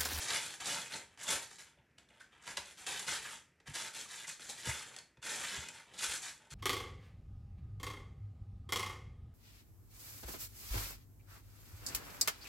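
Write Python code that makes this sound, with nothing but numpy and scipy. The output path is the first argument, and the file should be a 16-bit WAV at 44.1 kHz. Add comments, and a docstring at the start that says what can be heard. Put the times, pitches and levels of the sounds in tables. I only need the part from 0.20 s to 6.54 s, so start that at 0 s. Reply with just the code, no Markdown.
"""Piping bag on a craft table

A thin plastic piping bag is shaken out and laid down, and a scraper pushes its filling along.
Each grip makes the film rustle in a swarm of tiny buckles, with a sharper snap when a crease flips.
Hands and scraper bump the table now and then; the room is small and quiet."""
import sys
import numpy as np
from scipy import signal
from scipy.fft import rfft, irfft
from scipy.io import wavfile

SR = 44100
rng = np.random.default_rng(int(sys.argv[2]) if len(sys.argv) > 2 else 0)


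def put_to_file(sound):
    """Save the sound as 16-bit audio at rate SR, in the file named by the first command-line argument."""
    columns = np.atleast_2d(sound).T  # one column per channel
    safe = np.clip(columns, -1, 1)
    whole_steps = np.round(safe * 32767)
    wavfile.write(sys.argv[1], SR, whole_steps.astype(np.int16))


N = 279594
TIME = np.arange(N) / SR


def from_db(db):
    """Decibels to gain."""
    return 10 ** (np.asarray(db) / 20)


def unit_rms(x):
    """Scale to unit power."""
    return x / np.sqrt(np.mean(x ** 2) + 1e-20)


def at_hz(curve, hz):
    """Read a curve on a log-frequency axis."""
    f, value = np.transpose(curve)
    return np.interp(np.log(hz), np.log(f), value)


def drift(per_s):
    """A random wobble, gliding to `per_s` new values a second."""
    knots = rng.standard_normal(4096)
    return np.interp(TIME * per_s, np.arange(len(knots)), knots)


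def bands():
    """A 24-band filter bank: centre in Hz and band-pass of each."""
    edges_hz = np.geomspace(22, 14000, 25)
    return [(np.sqrt(lo * hi), signal.butter(2, [lo, hi], "band", fs=SR, output="sos"))
            for lo, hi in zip(edges_hz, edges_hz[1:])]


def ring(force, hz, t60_s):
    """One mode: every click sets a dying sine ringing."""
    r, w = from_db(-60 / (t60_s * SR)), 2 * np.pi * hz / SR
    return signal.lfilter([0, np.sin(w)], [1, -2 * r * np.cos(w), r * r], force + 1e-18)


def resonance(x, hz, width_hz):
    """The part of a sound that one resonant peak lets through."""
    return signal.lfilter(*signal.iirpeak(hz, hz / width_hz, fs=SR), x)


# Room tone EQ: f/Hz, gain/dB
ROOM_TONE_EQ = [(25, -12), (62, 5), (95, 0), (135, 1), (250, -2.5), (500, -7.5), (1000, -20), (1800, -7),
                (2600, -14), (3300, -32), (5000, -23), (9000, -31.5), (13000, -33)]
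def room_tone(level_db=-73):
    """The low, steady hush of the room."""
    hush = sum(from_db(at_hz(ROOM_TONE_EQ, hz)) * signal.sosfilt(sos, rng.standard_normal(N))
               for hz, sos in bands())
    return from_db(level_db) * unit_rms(hush)


# Decay of the room's tail: f/Hz, t60/s
REVERB_TIMES = [(100, 0.4), (1000, 0.36), (4000, 0.32), (12000, 0.27)]
def reflections(x, tail_db=-7, early_db=-6, early_decay_s=0.0037):
    """Quick scatter from the table and the person at it, then the tail from the walls."""
    t = np.arange(SR // 2) / SR
    tail = sum(signal.sosfilt(sos, rng.standard_normal(len(t)))
               * from_db(-60 * t / at_hz(REVERB_TIMES, hz)) for hz, sos in bands())
    tail *= t > .008  # pre-delay
    early = rng.standard_normal(len(t)) * np.exp(-t / early_decay_s) * (t > .001)
    echoes = from_db(tail_db) * tail / np.linalg.norm(tail)
    echoes += from_db(early_db) * early / np.linalg.norm(early)
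    return signal.fftconvolve(x, echoes)[:N]


def moving_reflections(x, turn_hz=2.3):
    """The bag keeps moving, so one pattern of reflections melts into another."""
    angle = 2 * np.pi * turn_hz * TIME + drift(5)
    return np.cos(angle) * reflections(x) + np.sin(angle) * reflections(x)


# Side-channel EQ, ahead of its low cut: f/Hz, gain/dB
SIDE_EQ = [(4000, -20.5), (7000, -1.5), (10000, -0.5), (13000, -8)]
def stereo_width(x, low_cut_hz=4200):
    """Only the treble of the reflections differs between left and right."""
    bin_hz = np.arange(1, N + 2) * SR / (2 * N)
    side = irfft(rfft(x, 2 * N) * from_db(at_hz(SIDE_EQ, bin_hz)))[:N]
    return signal.sosfilt(signal.ellip(8, .5, 70, low_cut_hz, "high", fs=SR, output="sos"), side)


# Modes of the table top: f/Hz, gain/dB, t60/s
TABLE_MODES = [(72.5, -1.5, 0.19), (104, 2.5, 0.061), (128.6, 6.5, 0.087), (161.5, 2, 0.074),
               (248, -6, 0.085), (353, -6, 0.036), (510, 0, 0.077)]
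# Soft knocks from hands and scraper: t/s, push/dB, contact/s
BUMP_CUES = [(1.097, -63, 0.0026), (1.136, -53, 0.0059), (1.582, -67, 0.0028), (3.478, -46, 0.0028),
             (3.498, -48.5, 0.0036), (4.468, -37, 0.0022), (4.477, -36, 0.0039), (4.976, -59, 0.0021),
             (5.37, -41.5, 0.008), (5.871, -43, 0.014), (6.312, -45.5, 0.0063)]
def table_bumps():
    """A soft push sets the table top swinging; a longer contact sounds deeper."""
    force = np.zeros(N)
    for start_s, db, contact_s in BUMP_CUES:
        push = np.sin(np.pi * np.clip((TIME - start_s) / contact_s, 0, 1)) ** 2
        force += from_db(db) * push / push.sum()
    return sum((-1) ** k * from_db(db) * ring(force, hz, t60_s)  # modes alternate in polarity
               for k, (hz, db, t60_s) in enumerate(TABLE_MODES))


# Brief tones from taut panels of film: t/s, f/Hz, relative level/dB, swell/s
PANEL_CUES = [(0.131, 2220, -40, 0.018), (1.999, 1550, -54, .008), (2.881, 1630, -45.5, 0.0066),
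              (3.048, 1540, -46.5, 0.0067), (4.04, 2030, -47, 0.0052), (4.217, 4070, -52, 0.0037),
              (5.058, 1800, -43.5, 0.0075), (5.245, 1940, -42, .005)]
def panel_drumming(width_hz=240):
    """A taut panel is shaken by the buckles round it and gives a short, grainy tone."""
    out = np.zeros(N)
    for start_s, hz, db, swell_s in PANEL_CUES:
        age = np.clip((TIME - start_s) / swell_s, 0, 30)
        tone = unit_rms(resonance(rng.standard_normal(N), hz, width_hz))
        out += from_db(db) * age * np.exp(1 - age) * tone
    return out


# Resonances of the bag lying over the table: f/Hz, width/Hz, gain/dB
BAG_RESONANCES = [(503, 25, 2), (659, 39, -6.5), (919, 69, 4.5), (1630, 68, 2.5), (2390, 220, 2),
                  (3370, 590, 4.5), (6800, 600, -0.5)]
def bag_body(x):
    """The bag colours the sound of its film with a chain of peaks and dips."""
    for hz, width_hz, db in BAG_RESONANCES:
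        x = x + (from_db(db) - 1) * resonance(x, hz, width_hz)
    return x


def facet_pops(level_db, crease_db, per_s=200, ring_cycles=22, gain_db=-11, count=72):
    """Small facets pop through at random, each ringing for a moment at its own pitch."""
    pops = (rng.random(N) < per_s / SR) * rng.standard_normal(N)
    which_facet = rng.integers(0, count, N)
    pitches_hz = np.geomspace(1200, 9500, count) * (1 + 0.013 * rng.standard_normal(count))
    registers = np.zeros((2, N))
    for k, hz in enumerate(pitches_hz):
        registers[int(hz > 4000)] += ring(pops * (which_facet == k), hz, ring_cycles / hz)
    low, high = map(unit_rms, registers)
    return from_db(level_db + gain_db) * (low + from_db(crease_db) * high)


# EQ shared by all snaps: f/Hz, gain/dB
SNAP_EQ = [(100, -14.5), (400, -9.5), (900, -5.5), (1800, 1), (3500, -2.5), (7000, -2.5), (10000, -11.5),
           (13000, -29.5)]
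# Creases flipping over: t/s, relative level/dB, tilt/(dB per decade), run through the film/s
SNAP_CUES = [(.153, -30.5, 6, 0.0089), (.338, -34, 7, 0.0015), (.402, -31.5, 3, .003),
             (.72, -34, 2, 0.0017), (0.974, -39, -7, .001), (1.028, -41.5, 30, 0.0064),
             (1.102, -29, 26, 0.0045), (1.311, -35, -7, 0.00097), (1.71, -61, -14, 0.0012),
             (1.782, -37.5, -8, .0013), (1.887, -51.5, 1, .002), (2.004, -46, -7, 0.0017),
             (2.276, -25.5, -11, 0.0011), (2.37, -19, -.5, 0.0014), (2.378, -20.5, -11.5, .0006),
             (2.664, -29, 8, 0.0031), (2.794, -34, 28, 0.0015), (2.877, -29.5, -12, 0.0048),
             (3.4, -50, -13, 0.0024), (3.473, -38, -7, 0.0024), (3.551, -27, 4, 0.0039),
             (4.195, -32.5, -7.5, 0.00058), (4.483, -35, 3, .0012), (4.763, -31, 8, 0.0011),
             (4.786, -33.5, 9, 0.0013), (4.97, -50.5, -19, .002), (5.025, -34, -8, 0.0029),
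             (5.247, -32, 10, 0.0017), (5.485, -33.5, 13, 0.0016), (5.783, -36, 5, .0014),
             (5.838, -30, 3, 0.0032), (6.309, -45, 8, 0.0031)]
def crease_snaps(shiver_s=0.0058, shiver_db=-15, gain_db=-7, pivot_hz=2500):
    """A crease swells and runs out in a few milliseconds and leaves the film shivering."""
    t = np.arange(SR // 8) / SR
    envelopes = []
    for *_, run_s in SNAP_CUES:
        flip = t / run_s * np.exp(1 - t / run_s)
        shiver = (1 - np.exp(-t / run_s)) * np.exp(-t / shiver_s)
        envelopes.append(flip + from_db(shiver_db) * shiver)
    out = np.zeros(N)
    for hz, sos in bands():
        force = np.full(N + len(t), 1e-18)
        bursts = envelopes * rng.standard_normal((len(SNAP_CUES), len(t)))
        for (start_s, db, tilt_db, _), burst in zip(SNAP_CUES, bursts):
            i = round(start_s * SR)
            force[i:i + len(t)] += from_db(db + tilt_db * np.log10(hz / pivot_hz)) * burst
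        out += from_db(at_hz(SNAP_EQ, hz) + gain_db) * signal.sosfilt(sos, force[:N])
    return out


# Hand moves: shake out, lay down (0.9 s), rest and shift (1.6 s), scrape (3.5 s), pull and let go (5 s).
# t/s, tighten/s, hold/s, level/dB, tight-crease offset/dB, slack-panel offset/dB
GRIP_CUES = [ (0, 0.0017, 0.06, -45, 2.5, -6), (0.049, 0.054, 0.073, -38, 0.5, -10.5),
             (.2, 0.014, 0.065, -47.5, 1, -8.5), (.29, .02, .04, -53, 0, -10.5),
             (.397, 0.012, .015, -47.5, 1.5, -6.5), (0.431, .04, 0.11, -40, -0.5, -7.5),
             (.6, 0.018, 0.041, -48.5, -2.5, -13), (.69, 0.053, 0.012, -43.5, -1.5, -6.5),
             (.78, 0.017, .015, -56, -4, -3), (.86, 0.035, .05, -68.5, -8, -12),
             (.972, 0.051, 0.097, -49, -1.5, -9.5), (1.062, 0.029, 0.057, -36.5, 0, -9),
             (1.214, 0.01, 0.0074, -52.5, 4.5, -11), (1.299, 0.0091, .05, -62.5, 3.5, -8.5),
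             (1.375, 0.019, 0.024, -55.5, 1.5, -10.5), (1.45, 0.015, 0.02, -63, -9, -8.5),
             (1.565, 0.013, 0.01, -70, -24, 1), (1.777, 0.0032, 0.0051, -63, -7, -4.5),
             (1.885, 0.022, 0.12, -66, -10.5, -4), (1.995, 0.011, 0.0094, -62.5, -1, -25),
             (2.105, 0.023, 0.13, -63, -15, -8.5), (2.21, 0.033, .025, -58.5, -2.5, -11),
             (2.255, 0.023, .035, -47.5, -3.5, -8), (2.367, 0.0033, 0.0088, -44.5, -4.5, -13.5),
             (2.44, .02, 0.056, -57, 0.5, -10), (2.56, 0.028, 0.055, -55, 0, -10),
             (2.659, .01, 0.16, -43, 0, -9), (2.86, .02, 0.083, -39, -1, -12),
             (3.0, .04, 0.11, -48.5, -1, -10), (3.455, .02, .03, -52, -4, -9.5),
             (3.533, 0.016, 0.12, -44, -0.5, -10.5), (3.725, 0.027, 0.069, -48, 1.5, -12),
             (3.869, 0.039, .13, -50.5, 0.5, -12.5), (4.066, 0.016, .015, -48, 3.5, -14.5),
             (4.191, 0.015, 0.06, -54.5, 2, -9.5), (4.28, 0.016, .005, -48, 3.5, -4.5),
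             (4.34, 0.048, 0.09, -53.5, 2.5, -11), (4.421, 0.072, 0.011, -38.5, -1, -10.5),
             (4.53, 0.014, 0.084, -48, -1, -11.5), (4.65, 0.01, 0.13, -57, -2, -4),
             (5.015, 0.064, .14, -43, 0.5, -8), (5.211, 0.028, 0.08, -43, -2.5, -14.5),
             (5.3, 0.034, 0.035, -42, -4, -9.5), (5.389, 0.026, 0.09, -51, -3, -8),
             (5.529, 0.015, 0.056, -54, -4, -9.5), (5.65, 0.045, 0.14, -62, -10, -3.5),
             (5.725, 0.019, .03, -59, 0, -5), (5.776, 0.014, 0.026, -46.5, 2, -11.5),
             (5.813, .025, 0.0082, -37, 0.5, -15), (5.88, 0.019, 0.05, -42.5, 2.5, -12),
             (6.006, 0.025, 0.064, -49, 2.5, -12.5), (6.185, .02, 0.059, -66.5, -7, -1),
             (6.297, .015, .03, -54, 3, -12)]
def handling(sag_db_per_s=28, release_db_per_s=279):
    """Each grip tightens, runs out of folds while held, then settles: level and two offsets in dB."""
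    power = np.full((3, N), 1e-10)  # overlapping grips add in power
    for start_s, tighten_s, hold_s, db, crease_db, panel_db in GRIP_CUES:
        age_s = TIME - start_s
        held_s = np.clip(age_s - tighten_s, 0, hold_s)
        eased_s = np.clip(age_s - tighten_s - hold_s, 0, 1)
        attack = np.clip(age_s / tighten_s, 0, 1)
        envelope = attack * from_db(db - sag_db_per_s * held_s - release_db_per_s * eased_s)
        power += np.outer(from_db([0, crease_db, panel_db]) ** 2, envelope ** 2)
    level, creases, panels = 10 * np.log10(power)
    return level, creases - level, panels - level


# Film EQ, before lows, mids and highs are balanced: f/Hz, gain/dB
RUSTLE_EQ = [(50, -17.5), (80, -8), (130, -3), (250, -7), (450, -3.5), (700, -2), (1050, -5), (1700, 4),
             (2400, -.5), (3400, -3), (4800, -6), (8300, -1.5), (10400, -12.5), (13000, -24.5)]
def rustle(level_db, crease_db, panel_db, density_slope=.45, size_db=2.0, clump_db=1.0, patchy_db=2.0):
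    """Tiny buckles, denser as the film is worked harder; each hits every band with its own strength."""
    per_s = 6000 * from_db(density_slope * (level_db + 40))
    buckles = np.flatnonzero(rng.random(N) < per_s / SR)
    accent_db = size_db * np.minimum(rng.exponential(1, N), 3)
    # one buckle sets off its neighbours, so their strength comes in clumps
    size = from_db(accent_db + clump_db * drift(140)) / np.sqrt(per_s)
    registers = np.zeros((3, N))  # slack panels low, plain folds mid, tight creases high
    for hz, sos in bands():
        clicks = np.full(N, 1e-18)
        clicks[buckles] = (size * rng.standard_normal(N))[buckles]
        band_gain = from_db(at_hz(RUSTLE_EQ, hz) + patchy_db * drift(45))
        registers[np.searchsorted([1000, 4000], hz)] += band_gain * signal.sosfilt(sos, clicks)
    panels, folds, creases = map(unit_rms, registers)
    blend = from_db(panel_db - 1.5) * panels + from_db(-3.5) * folds + from_db(crease_db - 0.5) * creases
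    return from_db(level_db) * blend


def scene(bag_gain_db=-2.0):
    """Bag, table and room sit in the middle, with a little width in the treble."""
    level_db, crease_db, panel_db = handling()
    film = rustle(level_db, crease_db, panel_db) + facet_pops(level_db, crease_db) + crease_snaps()
    bag = from_db(bag_gain_db) * (bag_body(film) + panel_drumming())
    mid = bag + moving_reflections(bag) + table_bumps() + room_tone()
    side = stereo_width(moving_reflections(bag))
    return np.array([mid + side, mid - side])


def record(dry, low_cut_hz=46, high_cut_hz=13200):
    """The small microphone drops the deepest bass; the top is cut steeply."""
    thin = signal.sosfilt(signal.butter(4, low_cut_hz, "high", fs=SR, output="sos"), dry)
    return signal.sosfilt(signal.ellip(10, .2, 80, high_cut_hz, fs=SR, output="sos"), thin)


dry = scene()
out = record(dry)
put_to_file(out)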